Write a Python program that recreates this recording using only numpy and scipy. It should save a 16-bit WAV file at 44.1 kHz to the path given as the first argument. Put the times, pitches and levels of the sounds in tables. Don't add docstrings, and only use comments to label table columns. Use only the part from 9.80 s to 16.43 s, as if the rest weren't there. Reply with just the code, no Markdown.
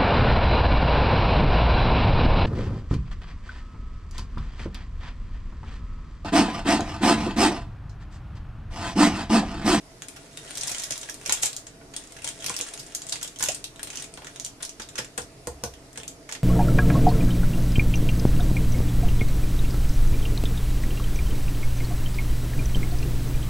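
import sys
import numpy as np
from scipy import signal
from scipy.fft import rfft, irfft
from scipy.io import wavfile
from scipy.ndimage import uniform_filter1d

SR = 44100
rng = np.random.default_rng(int(sys.argv[2]) if len(sys.argv) > 2 else 0)


def output_pcm(signal):
    pcm = np.clip(np.atleast_2d(signal).T, -1, 1) * 32767
    wavfile.write(sys.argv[1], SR, np.round(pcm).astype(np.int16))


N = 292452

# frequency in Hz, likeness (1 the same, 0 unrelated, below 0 opposed).
LIKENESS = [(25, 0.87), (60, .97), (200, 0.99), (380, 0.82), (700, 0.77), (1300, 0.055), (2400, 0.071),
            (5000, -0.29), (15000, 0.41)]


def gain_of(db):
    return 10 ** (np.asarray(db) / 20)


def evened(x):
    return x / np.sqrt(np.mean(x ** 2) + 1e-20)


def read(points, hz):
    f, value = np.transpose(points)
    return np.interp(np.log(hz + 1), np.log(f + 1), value)


def add(mix, start_s, sound):
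    part = mix[:, round(start_s * SR):][:, :sound.shape[1]]
    part += sound[:, :part.shape[1]]


def causal(db):
    log_gain = np.log(gain_of(np.maximum(db, -100)))
    circle = np.concatenate([log_gain, log_gain[-2:0:-1]])
    phase = -signal.hilbert(circle).imag
    return np.fft.ifft(np.exp(circle + 1j * phase)).real[:1024]


def ring(hz, t60, phase, size):
    t = np.arange(size) / SR
    return gain_of(-60 * t / t60) * np.sin(2 * np.pi * hz * t + phase)


def fan():
    # frequency in Hz, relative level in dB.
    air_colour = [(12, -29), (20, -3), (196, -8), (390, -6.5), (527, -10.5), (657, -7), (734, -11),
                  (889, -12.5), (1140, -15.5), (1240, -13.5), (1630, -17.5), (2030, -15.5), (3240, -21),
                  (5030, -17.5), (10000, -25.5), (14300, -37)]
    # frequency in Hz, width in Hz, boost in dB.
    resonances = [(137, 39.5, 12), (289.2, 30.8, 12), (434, 89, 6), (671, 11.3, 12.5)]
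    air_db, hum_hz, hum_db = -49, 37.8, -62
    frames, hz = N // 512 + 5, np.fft.rfftfreq(2048, 1 / SR)
    a, b, c, d, patches = rng.standard_normal((frames, 1025, 5)).T
    patches = uniform_filter1d(patches, 20, 0)
    patches = evened(uniform_filter1d(patches, 8, 1))

    same = read(LIKENESS, hz)[:, None]
    left = a + 1j * b
    right = same * left + np.sqrt(1 - same ** 2) * (c + 1j * d)
    spectrum = np.array([left, right])
    duct_db = sum(db / (1 + (2 * (hz - f) / width) ** 2) for f, width, db in resonances)
    colour_db = read(air_colour, hz) + duct_db
    spectrum *= gain_of(colour_db[:, None] + 1.3 * patches)

    noise = signal.istft(spectrum, nperseg=2048, noverlap=1536)[1][:, :N]
    hum = np.sqrt(2) * np.sin(2 * np.pi * hum_hz * np.arange(N) / SR)
    return gain_of(air_db) * evened(noise) + gain_of(hum_db) * hum


def clack(db, rim_hz, cup_hz, cup_db, edge_db, ms, grit):
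    touch_bands = {"cup": [(150, -44), (500, 8.5), (1000, 4.5), (2000, 9), (3500, 11), (5500, -10)],
                   "rim": [(500, -92), (3000, -6.5), (4800, -1.5), (7000, 2), (9500, -2.5), (12000, -23)],
                   "edge": [(2000, -79), (8000, -5), (10500, 6.5), (12500, 0.5), (14500, -1)]}
    grit_even = 0.52
    hz = np.fft.rfftfreq(2048, 1 / SR)
    rim_ring = 8.2 / (1 + ((hz - rim_hz) / 750) ** 2)
    cup_ring = 10.5 / (1 + ((hz - cup_hz) / 280) ** 2)
    bands = [(read(touch_bands["rim"], hz) + rim_ring, 0),
             (read(touch_bands["cup"], hz) + cup_ring, cup_db),
             (read(touch_bands["edge"], hz), edge_db)]
    power = sum((gain_of(share_db) * evened(gain_of(band_db))) ** 2 for band_db, share_db in bands)

    u = np.arange(grit.shape[1]) * 1000 / SR / ms
    touch = grit * 1.55 * u * np.exp(-2.5 * u)
    touch[:, 8:11] += 0.48 * np.hanning(5)[1:-1] / np.sqrt(ms)
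    spread = rfft(touch, 2048)
    touch = irfft(spread / (abs(spread) + 1e-9) ** grit_even)[:, :len(u)]

    shell = causal(10 * np.log10(power))[None, :512]
    sound = signal.fftconvolve(touch, shell, axes=1)
    loudest = uniform_filter1d((sound ** 2).mean(0), size=88).max()
    return gain_of(db - 2.0) * sound / np.sqrt(loudest)


def rattle():
    # time in seconds, relative level in dB.
    stirring = [(0, -66), (.5, -56.5), (.7, -45), (.93, -41.5), (1.08, -45), (1.4, -53.5), (1.64, -43.5),
                (1.79, -56), (1.95, -87), (2.2, -51.5), (2.33, -57.5), (2.47, -51), (2.56, -51),
                (2.68, -44), (2.81, -43.5), (3.08, -53), (3.38, -50), (3.56, -57.5), (3.65, -39),
                (3.9, -69.5), (4.2, -43.5), (4.3, -61), (4.55, -56), (4.78, -71), (5.1, -63), (5.47, -67.5),
                (6.05, -70), (6.201, -73), (6.63, -64)]
    per_s, spread_db, kinds = 900, 4, 28
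    cup_share_db = -2.5
    s, db = np.transpose(stirring)
    t = np.arange(N) / SR
    strength = gain_of(spread_db * np.minimum(rng.exponential(1, N), 3.5))
    touches = evened(strength * (rng.random(N) < per_s / SR))
    touches *= gain_of(np.interp(t, s, db))

    kind_of_touch = rng.integers(0, kinds, N)
    bright, dull = np.zeros((2, N)), np.zeros((2, N))
    for kind in range(kinds):
        train = (touches * (kind_of_touch == kind))[None]
        grit = rng.standard_normal((2, 200))
        rim_hz, cup_hz, ms = rng.uniform(4040, 11600), rng.uniform(1060, 3870), rng.uniform(0.19, 0.83)
        rim = clack(0, rim_hz, cup_hz, -74, -21.0, ms, grit)
        cup = clack(0, rim_hz, cup_hz, 43, 0, ms, grit)
        bright += signal.oaconvolve(train, rim / np.linalg.norm(rim), axes=1)[:, :N]
        dull += signal.oaconvolve(train, cup / np.linalg.norm(cup), axes=1)[:, :N]
    return bright + gain_of(cup_share_db) * dull


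def clacks():
    # start in seconds, relative level in dB, rim ring in Hz, cup ring in Hz,
    # cup share in dB, contact length in ms, edge share in dB.
    contacts = [(0.221, -25.5, 6730, 1600, -4.5, 0.82, -13), (0.284, -31, 9300, 2350, -9, 3.2, -10),
                (0.361, -40.5, 5300.0, 1470, 2, 12, -7), (0.5729, -28.5, 9800, 3680, -0.5, 2.1, -13),
                (0.6768, -40, 6040.0, 3040.0, 5, 2.7, -14), (0.7082, -29.5, 8830.0, 4250, 2, 1.2, -12),
                (0.714, -40, 8800, 4300, -15, 3, -22), (0.753, -30.5, 5970, 4450.0, -9, 3.5, -12),
                (0.773, -24.5, 8240.0, 3900.0, -7.5, 2.2, -12.0), (0.78, -28, 5960, 3190.0, -13, 3.6, -12),
                (0.8097, -23.5, 5870, 4410.0, -17, 4.2, -25), (0.8335, -22.5, 8100, 4050, -5.5, 2.3, -22.0),
                (0.872, -25, 7800.0, 4480.0, -25, 4.2, -10), (0.8798, -25.5, 5430.0, 3400.0, -12, 3.1, -14),
                (0.893, -27.5, 8000.0, 4330.0, -2, 6, -6), (0.9134, -26, 6240.0, 2540.0, -11, 7.2, -13),
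                (0.918, -27, 10000, 2670.0, -11.0, 2.6, -11),
                (0.9469, -23.0, 7100, 2970, -3.5, 1.65, -26.0),
                (0.982, -26, 6940, 3660.0, -8.0, 3.8, -20.0), (0.995, -29, 6000.0, 4260.0, -8, 6.3, -14),
                (1.02, -30, 6460.0, 3170.0, -10, 2.7, -10), (1.0362, -24, 5300.0, 3880.0, -10, 2.4, -9),
                (1.04, -26.5, 6480.0, 3770, -11, 2.8, -8), (1.106, -21.5, 6240.0, 4400.0, -10, 4.8, -14),
                (1.12, -24, 6050.0, 2240.0, -10, 5.5, -19), (1.157, -33, 5120.0, 3900.0, -2, 2.6, -17.0),
                (1.1784, -25, 7210.0, 4070, -15, 1.1, -7), (1.213, -31, 7200.0, 4360.0, -25, 3.2, -18.0),
                (1.2299, -32, 5950, 3730, -2, 4.9, -21), (1.2875, -33.5, 6590.0, 1760, 5, 3.4, -19.0),
                (1.296, -26.5, 5800, 3440, -9.5, 3.8, -7), (1.342, -34, 9000.0, 3170.0, -27, 3.0, -7),
                (1.413, -40, 8870.0, 2730.0, -1, 2.3, -10), (1.452, -38, 6000, 2500, 1, 5, -12),
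                (1.46, -23, 5800.0, 2460, -5.5, 3.6, -12), (1.475, -30, 7840.0, 4300.0, -8, 4.7, -9),
                (1.495, -15, 6460, 3960, -4.5, 1.3, -16), (1.506, -28.5, 7900.0, 2280, 15, 5.7, -8),
                (1.5232, -11, 7350, 2680, -10.5, 2.2, -11.5), (1.532, -38, 7340.0, 3080.0, -5, 2.1, -17.0),
                (1.5708, -33.5, 7490.0, 3420.0, 2, 5.4, -14.0), (1.6183, -32, 7000, 3800, -17, 4.1, -6),
                (1.623, -21, 7900, 3540.0, -19, 8.5, -12), (1.6306, -15.5, 7060.0, 2340, -8, 4.8, -9),
                (1.647, -26, 7990.0, 3880.0, -5, 2.7, -14), (1.6547, -18, 7600.0, 4300.0, -16.5, 7.5, -15),
                (1.666, -24, 7360.0, 3900, -3, 1.7, -15.0), (1.73, -30, 4270, 4480.0, -10, 2.5, -12.0),
                (1.7645, -24.5, 6950, 4030.0, -31, 2.1, -13), (1.8677, -34, 7260, 2010, -7, 4.1, -29),
                (2.014, -49, 6350.0, 1900.0, 12, 1.1, -9.0), (2.1374, -36.5, 6700, 4560.0, 3, 4.7, -19.0),
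                (2.164, -24.5, 8900, 3440, -12, 2.8, -19.0),
                (2.2383, -40.5, 6760.0, 4070.0, -9, 2.8, -18.0),
                (2.2723, -42.5, 7040.0, 1420.0, -22, 2.5, -21.0), (2.3212, -38, 8600, 4410.0, -5, 3.3, -8),
                (2.365, -37.5, 6000, 1520, 2.0, 4.9, -16.0), (2.3871, -39, 6180.0, 2220.0, 8, 2.5, -15.0),
                (2.419, -37, 9000.0, 2660.0, -1, 3.8, -22.0), (2.434, -43, 8500, 2600, 0, 6, -14),
                (2.444, -25, 8900, 4370, -5.5, 3.8, -27), (2.4684, -28.0, 7260.0, 2050.0, -2.5, 1.3, -22),
                (2.4752, -23.5, 7460, 3100, -6.5, 2.1, -18), (2.4885, -24.5, 8400, 2230, -10, 1.55, -19),
                (2.6, -39.5, 6750, 3270, -3, 9.2, -16), (2.623, -34.5, 6500.0, 3300.0, 2, 3.4, -17.0),
                (2.6431, -25, 5300, 4080, -1.5, 2.3, -7), (2.6618, -22, 5160, 2490, -8, 4.7, -6),
                (2.683, -30.5, 8010.0, 3320, 8, 2.5, -13.0), (2.6961, -18.5, 9800, 2300, -6.5, 0.97, -25),
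                (2.7397, -30, 7840.0, 2680, -2, 4.8, -19.0), (2.765, -21.5, 5270, 4440.0, -15, 1.8, -10),
                (2.7893, -24.5, 8760.0, 3500.0, -3, 1.3, -2), (2.8006, -31, 5920.0, 2590, 12, 3.4, -14.0),
                (2.811, -18.5, 6800, 2900.0, -13, 1.8, -24.0), (2.887, -33.5, 7450.0, 2770, -5, 1.9, -23),
                (2.9366, -30.5, 9900, 2190, -9, 3.3, -22.0), (2.976, -32, 7200, 2780, -4, 1.5, -18),
                (2.993, -34, 5000.0, 4480.0, -19, 11, -7), (3.064, -39, 7320.0, 4200.0, -17, 2.7, -22),
                (3.1212, -41, 6160.0, 2980, 2, 2.2, -13), (3.1483, -21.5, 6600, 4370.0, -17, 4.3, -6.5),
                (3.219, -28.5, 7100, 3340, -14, 2.4, -22), (3.267, -33, 8340, 4440.0, -24, 2.4, -14),
                (3.288, -32, 7000, 3600, -9, 2.7, -14), (3.294, -25.5, 7650, 4350.0, -17, 3.6, -16),
                (3.322, -20, 4250, 3760, -8, 6.3, -23), (3.357, -27.5, 7400, 2110.0, -3, 2.3, -18.0),
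                (3.4117, -32.5, 6000.0, 1520, -4.5, 7.4, -22), (3.4286, -23.5, 7640, 3280.0, -10, 3.2, -8),
                (3.445, -32, 7390.0, 3360, -1, 4.6, -19), (3.4758, -32.5, 7100.0, 3870, -8, 3.8, -18),
                (3.5601, -35.5, 6290.0, 3250.0, -2, 2, -22.0), (3.588, -28.5, 6400.0, 4480.0, -27, 1.5, -6),
                (3.596, -28.5, 9700.0, 3640.0, -6, 2.1, -21.0), (3.6056, -26.5, 5460, 1700.0, -1, 6.6, -7),
                (3.6248, -16, 7040.0, 4030, -14, 4.4, -9), (3.6383, -14.5, 7040.0, 2940, -14, 1.4, -6),
                (3.659, -25.5, 6460, 3570, -2.5, 3.1, -8), (3.674, -33, 7000, 2600, -3, 6.9, -14),
                (3.6858, -16.5, 6850.0, 2720, -5, 3.1, -13), (3.719, -25.5, 7860, 3360.0, -19.0, 2.8, -25),
                (3.735, -49, 9470.0, 3340.0, -3.0, 2.3, -19.0),
                (3.746, -26.5, 8900, 3100.0, -20, 3.7, -13.0), (3.841, -25.5, 3830, 2700, -12, 2.85, -11),
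                (3.9598, -39.5, 8250, 3880.0, 0, 2, -18), (3.994, -33, 8250, 1650, 4.5, 2.8, -20),
                (4.0303, -24, 8650, 4180, -7.5, 2.2, -3), (4.071, -34, 8500, 4150, 0.5, 6.2, -21),
                (4.102, -29.5, 6660.0, 2500, -5, 2.4, -21), (4.131, -36, 4780.0, 2910.0, 2, 2.8, -17),
                (4.156, -29, 5900.0, 4100, -6.5, 2.9, -9), (4.1728, -22.5, 6100, 2900, -7, 1.1, -28.0),
                (4.185, -38, 8890.0, 2480.0, 1, 2.1, -16), (4.197, -36, 6030.0, 4480.0, -16, 11, -22.0),
                (4.2216, -31.5, 8500, 3950, -7, 5.1, -14.0), (4.2408, -34, 6910.0, 2470, -4, 4.6, -16.0),
                (4.3396, -31.5, 8700, 2500, -8, 0.89, -24.0), (4.3739, -34, 4500.0, 4330, 2.0, 1.7, -24.0),
                (4.4201, -38, 4690.0, 1020, 11, 2.6, -19), (4.445, -35.5, 7260.0, 1570, 0, 3.3, -27),
                (4.469, -32.5, 6170.0, 1730, 1.5, 3.4, -30), (4.5597, -33.5, 6370.0, 3750, 0, 2.5, -25),
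                (4.5985, -22.5, 6650, 3400, -9, 1.2, -12), (4.644, -38, 7240, 4200, -10, 2.5, -8),
                (4.648, -22.5, 7240.0, 4220.0, -22, 1.7, -21), (4.662, -30.5, 6000.0, 3180.0, -6, 3, -9),
                (4.8035, -41.5, 5430.0, 1480, 9, 12, -17.0), (4.8248, -32, 8500, 3500, -12, 2.5, -12),
                (4.8287, -23, 9800, 4230, -5.5, 2.1, -16), (4.8502, -27.5, 5870, 4480.0, -13, 3.1, -12),
                (4.8922, -31.5, 6200.0, 2980.0, -13, 3.5, -16), (4.997, -31, 6140, 1460.0, -0.5, 6.5, -24),
                (5.0182, -33.5, 5000, 3730, -4, 5.6, -15.0), (5.088, -35.5, 7300.0, 3900, -5, 3.5, -14),
                (5.1553, -29, 6100, 1430, -3, 3.9, -24), (5.1789, -24, 5500, 1680, 1.5, 11, -11),
                (5.1892, -26.5, 5430.0, 1500, -3, 2.5, -20.0), (5.246, -33, 7240, 1680, -4, 2.5, -17.0),
                (5.3771, -22.5, 8350, 1490, -3, 4.8, -12), (5.418, -34.5, 5800, 4480.0, -27, 2.3, -10),
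                (5.6716, -22.5, 8700, 1780, -11, 0.97, -8), (5.8371, -21.5, 5940, 2250, -10.5, 2.05, -6.5),
                (5.937, -41, 6060.0, 3040, 2, 3.3, -11), (6.13, -41.0, 8050.0, 1570.0, -7, 1.3, -7.0),
                (6.157, -39, 7150.0, 1650, 4.0, 4.4, -18.0), (6.1747, -27.5, 8260, 1780, -4.5, 2.4, -17),
                (6.2, -34.5, 5710.0, 3400, 4, 2.1, -16.0), (6.233, -32, 8040, 2560, 4, 1.7, -27.0),
                (6.2787, -27.5, 7300, 3520, -13, 3.4, -10), (6.4903, -33, 6340, 1780, -0.5, 5.3, -17.0),
                (6.514, -30.5, 5530.0, 2400, -3, 1.4, -12), (6.5229, -25, 6700, 4600, -4, 4.2, -13),
                (6.5488, -32.5, 4500.0, 2090, 3, 6.7, -14)]
    out = np.zeros((2, N))
    grit = rng.standard_normal((len(contacts), 3, 700))
    grit *= rng.random((len(contacts), 1, 700)) < .4
    for (start_s, db, rim_hz, cup_hz, cup_db, ms, edge_db), g in zip(contacts, grit):
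        both_ports = g[:2] + 0.44 * g[2]
        add(out, start_s, clack(db, rim_hz, cup_hz, cup_db, edge_db, ms, both_ports))
    return out


def pops():
    # start in seconds, relative level in dB, first pitch in Hz, climb in Hz, time to swell in ms.
    hollow_tones = [(.911, -38, 710, 45, 2.6), (1.107, -36.5, 630, 45, 1.6), (1.29, -33.5, 1670, 40, 1.4),
                    (1.469, -36.5, 650, 40, 1.8), (1.635, -36, 713, 50, 2.3), (2.7, -31, 1020, 30, 2.5),
                    (3.685, -28, 488, 270, 6.1), (3.709, -36, 653, 30, 4), (4.999, -32.5, 250, 45, 0.99),
                    (6.49, -42, 1150, 60, 2.8)]
    climb_s = 0.0162
    out, t = np.zeros((2, N)), np.arange(4000) / SR
    for start_s, db, hz, climb_hz, ms in hollow_tones:
        pitch = hz + climb_hz * np.minimum(t / climb_s, 1)
        turns = np.cumsum(pitch) / SR
        u = t * 1000 / ms
        swell = u * np.exp(1 - u)
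        add(out, start_s, gain_of(db) * (swell * np.sin(2 * np.pi * turns))[None])
    return out


def knocks():
    # start in seconds, relative level in dB, bass weight in dB (modes below 100 Hz),
    # belly weight in dB (100 to 400 Hz), hardness in dB per octave above 500 Hz.
    blows = [(0.912, -38, -15, 7, -9), (1.108, -37, -16, 8, -15), (1.483, -35.5, -10, 10, -8),
             (1.495, -34.5, -3, 5, 12.5), (1.634, -42, -13, 10, 8.5), (2.012, -53, -6, -2, 12.5),
             (2.699, -32.5, -20, 5, 7), (2.801, -32.5, -18, 5, -8), (3.604, -31.5, -18, -3, 4.5),
             (3.631, -36, -9, 11.5, 12), (3.683, -40.5, 0, 15.5, -12), (4.376, -39, -2, 0, 7),
             (5.002, -41, 0, 9, 4), (5.188, -26, -16, 2.5, -26), (5.381, -19, -13, -3, -10),
             (5.671, -16, -8, -2.5, -10.5), (5.836, -19.5, -4.5, 1, -1.5), (5.854, -36, -6, 4, -5),
             (6.179, -32, -13, 1, -4.5), (6.49, -52.5, -17, 0, 17)]
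    # frequency in Hz, relative level in dB, time to fall 60 dB in seconds.
    modes = [(64.5, -8, 0.74), (81.4, -7, 0.33), (127, -8, 0.18), (211, -4.5, 0.063), (329, 0.5, 0.037),
             (481.4, 2.5, 0.045), (706, -4, 0.052), (817, -3, 0.031), (1020, 5.5, 0.02),
             (1130, -10.5, 0.049), (1482, -2, 0.034), (1806, -7.5, 0.03), (2240, -6, 0.013),
             (895, -5, 0.038)]
    out, chance = np.zeros((2, N)), rng.standard_normal((len(blows), len(modes)))
    thuds, t = rng.standard_normal((len(blows), 400)), np.arange(12000) / SR
    slap_band = signal.butter(2, [200, 1300], "band", fs=SR)
    onset = 1 - np.exp(-t / 0.0017)
    for (start_s, db, bass_db, belly_db, hard_db), luck, thud in zip(blows, chance, thuds):
        body = np.zeros(len(t))
        for (hz, mode_db, t60), u in zip(modes, luck):
            level_db = mode_db + 0.39 * u
            level_db += bass_db * (hz < 100) + belly_db * (100 < hz < 400)
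            level_db += hard_db * np.log2(max(hz, 500) / 500)
            body += gain_of(level_db) * ring(hz, t60, u, len(t))
        body[:400] += 0.84 * signal.lfilter(*slap_band, thud) * np.hanning(400)
        add(out, start_s, gain_of(db - 7.5) * (body * onset)[None])
    return out


def kitchen(x):
    # frequency in Hz, time to fall 60 dB in seconds, relative tail level in dB.
    room = np.array([(100, 0.28, -15), (300, 0.27, -6), (780, 0.18, 5), (1780, 0.17, 0.5),
                     (4500, 0.2, -0.5), (7800, 0.18, -2), (10000, 0.17, -2.5), (13000, 0.22, -4.5)])
    # delay in seconds, left level in dB, right level in dB.
    near_echoes = [(.0021, -17, -61), (.0036, -11.5, -7), (.0078, -14, -20)]
    turns_hz = 7.3
    size, out = SR // 2, x.copy()
    for delay_s, left_db, right_db in near_echoes:
        add(out, delay_s, x * gain_of([[left_db], [right_db]]))

    turn = 2 * np.pi * turns_hz * np.arange(N) / SR
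    for k in range(3):
        taps = np.zeros((2, size))
        at = np.arange(160, size - 20, 20) + rng.integers(0, 20, (2, (size - 161) // 20))
        np.put_along_axis(taps, at, rng.choice([-1., 1.], at.shape), 1)
        hz, t, z = signal.stft(taps, SR, nperseg=256)
        alike = np.clip(read(LIKENESS, hz), 0, 1)[:, None]
        z[1] = alike * z[0] + np.sqrt(1 - alike ** 2) * z[1]

        build = 1 - np.exp(-t / 0.00038)
        z *= build * gain_of(-60 * t / read(room[:, :2], hz)[:, None])
        energy = np.linalg.norm(signal.istft(z, SR, nperseg=256)[1][0])
        coloured = z * gain_of(read(room[:, ::2], hz))[:, None]
        tail = signal.istft(coloured, SR, nperseg=256)[1] / energy
        feed = x * np.sqrt(2 / 3) * np.cos(turn + k * np.pi / 3)
        out += signal.fftconvolve(feed, tail, axes=1)[:, :N]
    return out


def scene():
    pan_share, air_share = gain_of([-2, -15.5])
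    pan, air = knocks(), pops()
    roomy = kitchen(clacks() + rattle() + pan_share * pan + air_share * air)
    return roomy + (1 - pan_share) * pan + (1 - air_share) * air + fan()


def record(dry):
    # frequency in Hz, left minus right in dB.
    port_contrast = [(60, -1), (300, -1.5), (1200, -0.5), (3300, -1), (5500, -4.5), (6800, -4), (8000, 6.5),
                     (9500, 13), (12000, 9.5), (14000, 7.5)]
    # frequency in Hz, gain in dB.
    roll_off = [(14200, 0), (14600, -21), (16000, -38)]
    left_lag = 2
    edge_hz = 16489
    hz = np.fft.rfftfreq(2048, 1 / SR)
    ports = np.array([causal(read(roll_off, hz) + side * read(port_contrast, hz) / 2) for side in (1, -1)])
    ports[0] = np.roll(ports[0], left_lag)
    heard = signal.oaconvolve(dry, ports, axes=1)[:, :N]
    band_limit = signal.firwin(511, edge_hz, window=("kaiser", 9), fs=SR)
    return signal.oaconvolve(heard, band_limit[None], "same", axes=1)


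dry = scene()
out = record(dry)
output_pcm(out)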